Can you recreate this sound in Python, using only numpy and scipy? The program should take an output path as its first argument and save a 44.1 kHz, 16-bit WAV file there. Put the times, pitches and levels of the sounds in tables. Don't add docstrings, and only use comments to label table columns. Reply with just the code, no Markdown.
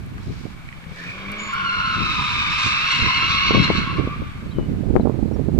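import sys
import numpy as np
from scipy import signal
from scipy.fft import rfft, irfft, next_fast_len
from scipy.io import wavfile

SR = 44100
rng = np.random.default_rng(int(sys.argv[2]) if len(sys.argv) > 2 else 0)


def materialize(psi):
    bounded = np.clip(np.atleast_2d(psi).T, -1, 1)
    quanta = np.round(bounded * 32767).astype(np.int16)
    wavfile.write(sys.argv[1], SR, quanta)


N = 246519
T = np.arange(N) / SR

# t/s, level/dB re a full slide
SLIDE_DEPTH = [(0, -32.5), (.9, -27.5), (1.05, -18.5), (1.45, -9.5), (2.1, -5.5), (2.85, -0.5), (3.63, -1),
               (3.72, -5), (3.8, -6), (3.95, -14), (4.2, -22), (4.7, -34), (5.59, -52)]


def undb(db):
    return np.exp(np.asarray(db) * (np.log(10) / 20))


def unit(x):
    return x / np.sqrt(np.mean(x ** 2))


def curves(table):
    times, *columns = np.transpose(table)
    return [np.interp(T, times, column) for column in columns]


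def during(table, fade_s=0.019):
    return np.clip(np.minimum(T - table[0][0], table[-1][0] - T) / fade_s, 0, 1)


def shaped(x, gain):
    size = next_fast_len(N + 4096)
    f = np.arange(size // 2 + 1) * SR / size + 1e-3
    return irfft(rfft(x, size) * gain(f), size)[..., :N]


def noise(colour, channels=2):
    hz, db = np.transpose(colour)
    white = rng.standard_normal((channels, N))
    return unit(shaped(white, lambda f: undb(np.interp(np.log(f), np.log(hz), db))))


def walk(hz):
    step = 16
    size = next_fast_len(N // step + 2)
    f = np.arange(size // 2 + 1) * SR / step / size
    slow = irfft(rfft(rng.standard_normal(size)) / (1 + (f / hz) ** 4), size)
    return unit(np.interp(np.arange(N) / step, np.arange(size), slow))


def flutter(depth_db, hz):
    return unit(undb(depth_db * walk(hz)))


def phase_of(hz):
    return 2 * np.pi * np.cumsum(hz) / SR


def pan(db):
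    gains = undb(np.array([db, -db]) / 2).reshape(2, -1)
    return gains / np.sqrt(np.mean(gains ** 2, axis=0))


def add(out, start, sound):
    i = max(int(start * SR), 0)
    out[:, i:i + sound.shape[-1]] += sound[..., :N - i]


def ambience(level_db=-44.5):
    # f/Hz, level/dB
    colour = [(30, 11.5), (150, -25), (400, -16), (700, -6.5), (1100, -6.5), (1800, -9.5), (2400, -11),
              (3200, -17), (4300, -17.5), (5500, -24), (8000, -25.5), (11000, -38.5), (14500, -73)]
    return noise(colour) * undb(level_db + .5 * walk(23))


def microphone_hiss(level_db=-63.3):
    # f/Hz, level/dB
    colour = [(3000, -30), (7000, -5), (10000, 0), (14500, -1)]
    return noise(colour) * undb(level_db)


def airflow(swell_db=2, swell_hz=10):
    # t/s, level/dB, pan/dB
    breeze_ride = [(0, -32, 0), (.45, -33, -10.5), (.8, -42.5, 6), (1.1, -43.5, 5), (1.72, -42, 6),
                   (1.9, -32, 0), (2.25, -30, -2), (2.85, -37.5, 0.5), (3.4, -31, 5), (3.7, -22.5, -7),
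                   (4.05, -26.5, -5), (4.35, -32, 1.5), (4.6, -26.5, -16), (5.05, -18.5, -17),
                   (5.2, -23, -16), (5.44, -21.5, -19), (5.59, -16.5, -20)]
    # middle/s, length/s, level/dB, pan/dB
    gusts = [(0.296, 0.05, -24.5, 15), (1.086, 0.037, -35, 2), (1.31, 0.039, -33.5, -1.5),
             (1.65, 0.06, -35.5, -3), (2.01, 0.069, -22, 13), (2.667, 0.038, -27.5, -11),
             (3.036, 0.082, -24, -21), (3.235, 0.066, -26.5, -16), (3.342, 0.057, -34, 22),
             (3.577, 0.08, -16, 8), (3.808, 0.054, -30.5, 15), (4.003, 0.045, -18.5, -29),
             (4.602, 0.063, -23.5, 21), (4.736, 0.083, -31, 24), (4.965, 0.059, -22, 20)]
    db, pan_db = curves(breeze_ride)
    breeze = undb(db) * pan(pan_db) * np.array([flutter(swell_db, swell_hz) for _ in range(2)])
    gust_power = sum((undb(peak_db) * pan(lean_db) * np.exp(-2 * ((T - middle) / length) ** 2)) ** 2
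                     for middle, length, peak_db, lean_db in gusts)
    return np.sqrt(breeze ** 2 + gust_power)


def wind(flow, rumble_growth=0.92, small_db=-10.5, small_growth=0.44, brighten=0.15, calm_db=-31):
    # f/Hz, level/dB
    colour = [(20, -11), (50, 3.5), (140, 4), (230, -3.5), (350, -14), (500, -23), (800, -36.5),
              (1400, -59.5), (3000, -89)]
    gust = flow * np.array([flutter(3, 61) for _ in range(2)])
    eddies = noise(colour)
    small = shaped(eddies, lambda f: 1 / (1 + (230 / f) ** 6))
    rumble, small = unit(eddies - small), unit(small)
    finest = shaped(small, lambda f: 1 / (1 + (520 / f) ** 4))
    strength = flow / undb(calm_db)
    rumble_gain = gust * strength ** (rumble_growth - 1)
    small_gain = gust * undb(small_db) * strength ** small_growth
    finest_lift = (small_gain / undb(calm_db)) ** brighten
    return rumble_gain * rumble + small_gain * (small - finest + finest * finest_lift)


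def buffets(flow, width_s=0.00098, churn_db=-8, churn_s=0.0094, trim_db=-1, lesser_db=-8, count=60):
    # t/s, level/dB, pan/dB
    big_hits = [(0.453, -18, -29), (3.507, -7, -37), (3.518, -19, 17), (3.546, -8, -5), (3.701, -4, 14),
                (4.073, -13, -4), (4.218, -22.5, 20), (4.584, -8, 38), (4.737, -31, 18), (4.834, -18, -25),
                (4.886, -19, -28), (4.954, -5.5, 33), (4.962, -1, 43.5), (4.996, -7, 29), (5.054, -7, -36),
                (5.071, -6.5, -36), (5.095, -8.5, -38), (5.139, -15.5, -31), (5.189, -13.5, -34),
                (5.277, -21, -25), (5.312, -13.5, -38), (5.361, -16, -33), (5.412, -21, -26),
                (5.485, -10.5, -27)]
    out, t = np.zeros((2, N)), np.arange(4096) / SR
    churn = noise([(60, -11), (300, 6), (700, -4.5), (1300, -17), (3000, -65), (8000, -69)], 1)[0]
    u = (t - .002) / width_s
    lesser_hits = []
    for when, luck in rng.random((count, 2)):
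        left_db, right_db = 20 * np.log10(flow[:, int(when * N)])
        db = max(left_db, right_db) + lesser_db + 3 * (2 * luck - 1)
        lesser_hits.append((when * N / SR, db, 2 * (left_db - right_db)))
    for k, (start, db, pan_db) in enumerate(big_hits + lesser_hits):
        steepness = 1.02 + 6 * undb(2 * db)
        swing = -np.tanh(u * steepness) * np.exp(-u ** 2)
        tail = churn[k * len(t) // 2:][:len(t)] * np.exp(-t / churn_s) * (1 - np.exp(-t / 0.0025))
        thump = swing / swing.max() + undb(churn_db) * tail
        add(out, start, undb(db + trim_db) * pan(pan_db) * thump)
    return out


def handling(knock_s=0.0017, tick_s=0.001, knock_db=5, tick_db=-1):
    # t/s, level/dB, ring f/Hz, pan/dB
    knocks = [(0.181, -31, 1580, 0), (0.6877, -29.5, 2250, -4), (0.7267, -30.5, 2270, -8),
              (0.84, -38, 2160, 2)]
    # t/s, level/dB, pan/dB
    ticks = [(.063, -38, -7), (1.318, -27, -10), (1.538, -32, -4)]
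    out, t = np.zeros((2, N)), np.arange(2048) / SR
    blows = [(s, db + knock_db, side, 0.81 * hz, 1.1 * hz, knock_s) for s, db, hz, side in knocks]
    blows += [(s, db + tick_db, side, 4500, 15000, tick_s) for s, db, side in ticks]
    for start, db, pan_db, low_hz, high_hz, decay_s in blows:
        band = signal.butter(2, [low_hz, high_hz], "band", fs=SR, output="sos")
        ring = signal.sosfilt(band, rng.standard_normal((2, len(t))) * np.exp(-t / decay_s))
        add(out, start, ring / np.abs(ring).max() * undb(db) * pan(pan_db))
    return out


def rustles(grain_db=2):
    # t/s, length/s, centre f/Hz, width/Hz, level/dB
    rubs = [(0.14, 0.44, 4200, 3700, -51), (0.927, 0.21, 1800, 330, -38), (0.872, 0.35, 3900, 3600, -46.5)]
    out = 0
    for start, length, hz, width, db in rubs:
        white = rng.standard_normal((2, N))
        rub = unit(shaped(white, lambda f: 1 / (1 + (2 * (f - hz) / width) ** 2)))
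        out = out + rub * undb(db) * np.sin(np.pi * np.clip((T - start) / length, 0, 1))
    return out * undb(grain_db * walk(90))


def scrub(level_db=-26, treble_db=9, treble_slope=0.15, growth=0.85, surge_share=0.061):
    # f/Hz, level/dB
    colour = [(300, -19), (800, -15.5), (1050, 4.5), (1500, 7), (1850, 0.5), (2300, 6), (2900, -3),
              (3300, 1), (4100, -12.5), (4700, -14.5), (5700, -22.5), (7000, -30), (9000, -38),
              (11000, -85)]
    slide_db = curves(SLIDE_DEPTH)[0]
    _, grit_db = surges()
    rasp = noise(colour, channels=1)[0] * flutter(1.4, 39)
    treble = shaped(rasp, lambda f: 1 / (1 + (4500 / f) ** 8))
    body = (rasp - treble) * undb(surge_share * grit_db)
    grit = treble * undb(treble_db + treble_slope * slide_db + grit_db)
    return (body + grit) * undb(level_db + growth * slide_db)


def whine(jitter=0.0392, trim_db=2.5):
    # t/s, f/Hz, level/dB
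    ride = [(0, 2320, -62), (.95, 2273, -51), (1.05, 2410, -43), (1.09, 2410, -33), (1.21, 2333, -52),
            (1.28, 2284, -37.5), (1.53, 2266, -36), (1.7, 2299, -43), (1.95, 2276, -53)]
    hz, db = curves(ride)
    phase = phase_of(hz * (1 + jitter * walk(255)))
    return np.sin(phase) * flutter(3, 110) * undb(db + trim_db) * during(ride)


def engine(jitter=0.014, flutter_db=2, rasp_db=-12.5, trim_db=-0.5):
    # t/s, firing f/Hz, level/dB
    rev = [(.75, 160.3, -50.5), (.95, 167.9, -39.5), (1.1, 180.3, -37.5), (1.27, 198.3, -34.5),
           (1.38, 213.3, -35), (1.5, 205, -43), (1.63, 190.5, -40), (1.78, 191, -41.5), (1.88, 194.6, -44),
           (2.0, 194, -49)]
    # multiple of the firing rate, level/dB
    orders = [(1, -0.5), (1.5, -13), (2, -13.5), (2.5, -26), (3, -17.5)]
    hz, db = curves(rev)
    phase = phase_of(hz * (1 + jitter * walk(72)))
    note = sum(undb(order_db) * np.sin(order * phase) for order, order_db in orders)
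    note *= undb(flutter_db * walk(25))
    gas = noise([(120, -8), (300, -3), (580, 2), (800, -19), (2000, -46)], channels=1)[0]
    rasp = undb(rasp_db) * gas * (1 + np.sin(phase))
    return (note + rasp) * undb(db + trim_db) * during(rev)


def squeal_envelopes(name, sag_db_per_s=3, harsh_from_db=-8, harsh_slope=1.15):
    # tyre, start/s, attack/s, end of hold/s, release/s, level/dB, relative octave/dB, top/dB
    squeals = [("low", 1, 0.31, 4.5, .095, -43, 0.88, -4), ("low", 1.366, 0.13, 2.0, 0.068, -34, -4.5, -2),
               ("low", 1.91, 0.11, 2.85, 0.06, -38, -2, 4.4),
               ("high", 1.52, 0.016, 1.66, 0.029, -23.5, -13.5, -20.5),
               ("high", 1.63, 0.034, 1.82, 0.043, -24.5, -7, -6.5),
               ("high", 1.817, 0.034, 1.955, 0.06, -24.5, -9.5, -6.5),
               ("high", 1.97, 0.02, 2.85, 0.042, -29, -1.5, -0.98),
               ("high", 2.855, 0.066, 3.68, 0.065, -31.5, 0, 0.27),
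               ("low", 2.84, 0.037, 3.04, .06, -37, 3.63, 2.9),
               ("low", 3.02, 0.058, 3.525, 0.14, -29, -2.5, -3),
               ("high", 3.735, 0.042, 3.8, 0.035, -31, -1.8, 0),
               ("low", 3.4, 0.026, 3.87, .03, -36.5, 2.3, -8),
               ("low", 3.96, 0.02, 4.0, .02, -33.5, -2, -13),
               ("low", 3.855, 0.022, 3.915, 0.015, -27, -12, -19),
               ("high", 3.87, 0.03, 3.95, 0.041, -40, 2.2, 5.2),
               ("low", 4.05, 0.018, 4.14, 0.021, -35.5, -3, -16)]
    harsh = undb(harsh_slope * np.maximum(curves(SLIDE_DEPTH)[0] - harsh_from_db, 0))
    power = 0
    for which, start, attack, end, release, db, octave_db, top_db in squeals:
        if which == name:
            age = np.maximum(T - start, 0)
            fade = np.exp(-np.maximum(T - end, 0) / release)
            gain = np.minimum(age / attack, 1) * undb(db - sag_db_per_s * age) * fade
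            power = power + np.outer(undb([0, octave_db, top_db]), gain) ** 2
    root, octave, top = np.sqrt(power)
    return root, octave * harsh, top * harsh


def tyre(name, pitch, overtones, jitter, wander, spread, sharp, flutter_db, edge_db, trim_db,
         lead_db, ribs_db, lead_top_db, loosen=.45, tilt=0.095, drift=.012, count=3):
    hz, slide_db = curves(pitch)[0], curves(SLIDE_DEPTH)[0]
    root_gain, octave_gain, top_gain = squeal_envelopes(name)
    screech_db, _ = surges()
    top_gain = top_gain * undb(screech_db)
    slip = undb(loosen * slide_db)
    weights = [(multiple, undb(db + tilt * k * slide_db) * (top_gain if k else octave_gain))
               for k, (multiple, db) in enumerate(overtones)]
    harmonics = lambda phase: sum(weight * np.sin(multiple * phase) for multiple, weight in weights)
    ribs = np.linspace(-1, 1, count)
    roots, upper = 0, 0
    for rib, share in zip(ribs, unit(undb(edge_db * ribs ** 2))):
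        detune = slip * (spread * rib + jitter * walk(172.4))
        waver = wander * walk(20) + slip * drift * walk(7)
        phase = phase_of(hz * (1 + sharp + detune + waver))
        chirps = share * flutter(3, 12)
        roots = roots + chirps * np.sin(phase) * flutter(flutter_db, 130)
        upper = upper + harmonics(phase) * flutter(flutter_db, 98)
    neighbours = undb(ribs_db) * root_gain * roots + upper
    phase = phase_of(hz * (1 + .011 * walk(150) + .006 * walk(14)))
    lead = undb(lead_db) * root_gain * np.sin(phase) + undb(lead_top_db) * harmonics(phase)
    lead *= flutter(3.1, 30)
    return (np.sqrt(2) * lead + np.sqrt(2 / count) * neighbours) * undb(trim_db)


def low_tyre():
    # t/s, f/Hz
    pitch = [(1.101, 1162), (1.35, 1116), (1.471, 1075), (1.65, 1083), (1.78, 1030), (1.96, 1072),
             (2.15, 1006), (2.419, 989.4), (2.7, 1042), (2.88, 1074), (2.982, 1012), (3.08, 1046),
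             (3.33, 1110), (3.55, 1096), (3.7, 1065), (3.78, 1117), (3.88, 1064), (4.1, 1180)]
    # multiple, level/dB
    overtones = [(2, -6.5), (3, -12), (4, -16.5), (5, -21)]
    return tyre("low", pitch, overtones, jitter=.0286, wander=.016, spread=.032, sharp=.014,
                flutter_db=5, edge_db=-6, trim_db=1.2, lead_db=-6, ribs_db=-3, lead_top_db=-11)


def squeak(hz=6950, waver=0.017, shake_db=4, pan_db=4):
    # t/s, level/dB
    ride = [(1.375, -62), (1.395, -37), (1.48, -43.5), (1.525, -47.5), (1.55, -54)]
    phase = phase_of(hz * (1 + waver * walk(153)))
    gain = undb(curves(ride)[0] + shake_db * walk(139.3)) * during(ride, fade_s=0.013)
    return pan(pan_db) * np.sin(phase) * gain


def high_tyre():
    # t/s, f/Hz
    pitch = [(1.55, 1395), (1.701, 1377), (1.8, 1330), (1.9, 1338), (1.98, 1238), (2.07, 1283), (2.2, 1205),
             (2.38, 1208), (2.45, 1178), (2.529, 1209), (2.75, 1230), (2.921, 1311), (3.07, 1293),
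             (3.16, 1329), (3.27, 1295), (3.55, 1324), (3.8, 1349)]
    # multiple, level/dB
    overtones = [(2, -0.5), (3, -7), (4, -20.5), (5, -31)]
    return tyre("high", pitch, overtones, jitter=.027, wander=.015, spread=.046, sharp=.03,
                flutter_db=3.5, edge_db=0, trim_db=-0.8, lead_db=-4, ribs_db=-2, lead_top_db=-14)


def surges():
    # middle/s, half length/s, screech lift/dB, grit lift/dB
    bites = [(2.097, 0.14, 2, 2.5), (2.293, 0.22, 2, 6), (2.641, 0.12, 0.5, 9), (2.96, 0.11, 1.5, 6),
             (3.322, 0.052, 4, 1.5), (3.51, 0.077, 4, -13), (3.633, 0.035, 7, 2.5), (3.765, .05, 6.5, 3)]
    return sum(np.outer([screech_db, grit_db], np.exp(-((T - middle) / half) ** 2))
               for middle, half, screech_db, grit_db in bites)


def bird(quaver=0.015):
    # t/s, length/s, start f/Hz, end f/Hz, level/dB
    notes = [(4.48, 0.024, 4210, 4400, -54), (4.508, 0.024, 3730, 3980, -46.5),
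             (4.509, 0.17, 3320, 2930, -50), (5.003, 0.021, 4180, 4040, -49.5),
             (5.333, 0.024, 5760, 5550, -55)]
    out, shake = np.zeros((1, N)), 1 + quaver * walk(200)
    for start, length, start_hz, end_hz, db in notes:
        u = np.linspace(0, 1, int(length * SR))
        hz = (end_hz + (start_hz - end_hz) * np.exp(-4 * u)) * shake[:len(u)]
        arch = np.sqrt(np.abs(np.sin(np.pi * u)))
        add(out, start, undb(db) * arch * np.sin(phase_of(hz)))
    return out[0]


def outdoors(x, echo_db, t60=0.96, shade_db=4, shift_hz=1.5, damp_hz=3200, damp_s=0.091):
    # f/Hz, phase/rad
    port_lead = [(200, 0.1), (1120, 0.87), (1380, 2.23), (1750, 1.42), (2400, 8.3), (2850, 7.26),
                 (3600, 11.02), (4500, 11.78), (5400, 23.5), (8400, 23)]
    hz, lead = np.transpose(port_lead)
    direct = shaped(x, lambda f: np.array([np.ones_like(f), np.exp(-1j * np.interp(f, hz, lead))]))
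    t = np.arange(SR) / SR
    scatter = rng.standard_normal((4, SR)) * np.exp(-np.log(1000) * t / t60) * (1 - np.exp(-t / 0.005))
    treble = signal.sosfilt(signal.butter(2, damp_hz, "high", fs=SR, output="sos"), scatter)
    body = signal.sosfilt(signal.butter(2, damp_hz, fs=SR, output="sos"), scatter[::-1])
    tails = body + treble * np.exp(-t / damp_s)
    tails /= np.sqrt(np.sum(tails ** 2, axis=1, keepdims=True))
    echoes = signal.fftconvolve(x[None], tails, axes=1)[:, :N]
    turn = 2 * np.pi * shift_hz * T
    heard = direct + undb(echo_db) * (np.cos(turn) * echoes[:2] + np.sin(turn) * echoes[2:])
    return shaped(heard, lambda f: pan(np.interp(f, [1300, 2400, 4600], [0, -2, shade_db])))


def scene():
    squeal = high_tyre() + low_tyre()
    bed = ambience()
    flow = airflow()
    near = wind(flow) + buffets(flow) + handling() + squeak() + rustles()
    car = outdoors(squeal + whine() + scrub(), echo_db=-6) + outdoors(engine(), echo_db=-9.5)
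    return car + bird() + bed + near + microphone_hiss()


def record(dry):
    top_cut = signal.ellip(10, .2, 80, 14700, fs=SR, output="sos")
    return signal.sosfilt(top_cut, np.clip(dry, -1, 1))


dry = scene()
out = record(dry)
materialize(out)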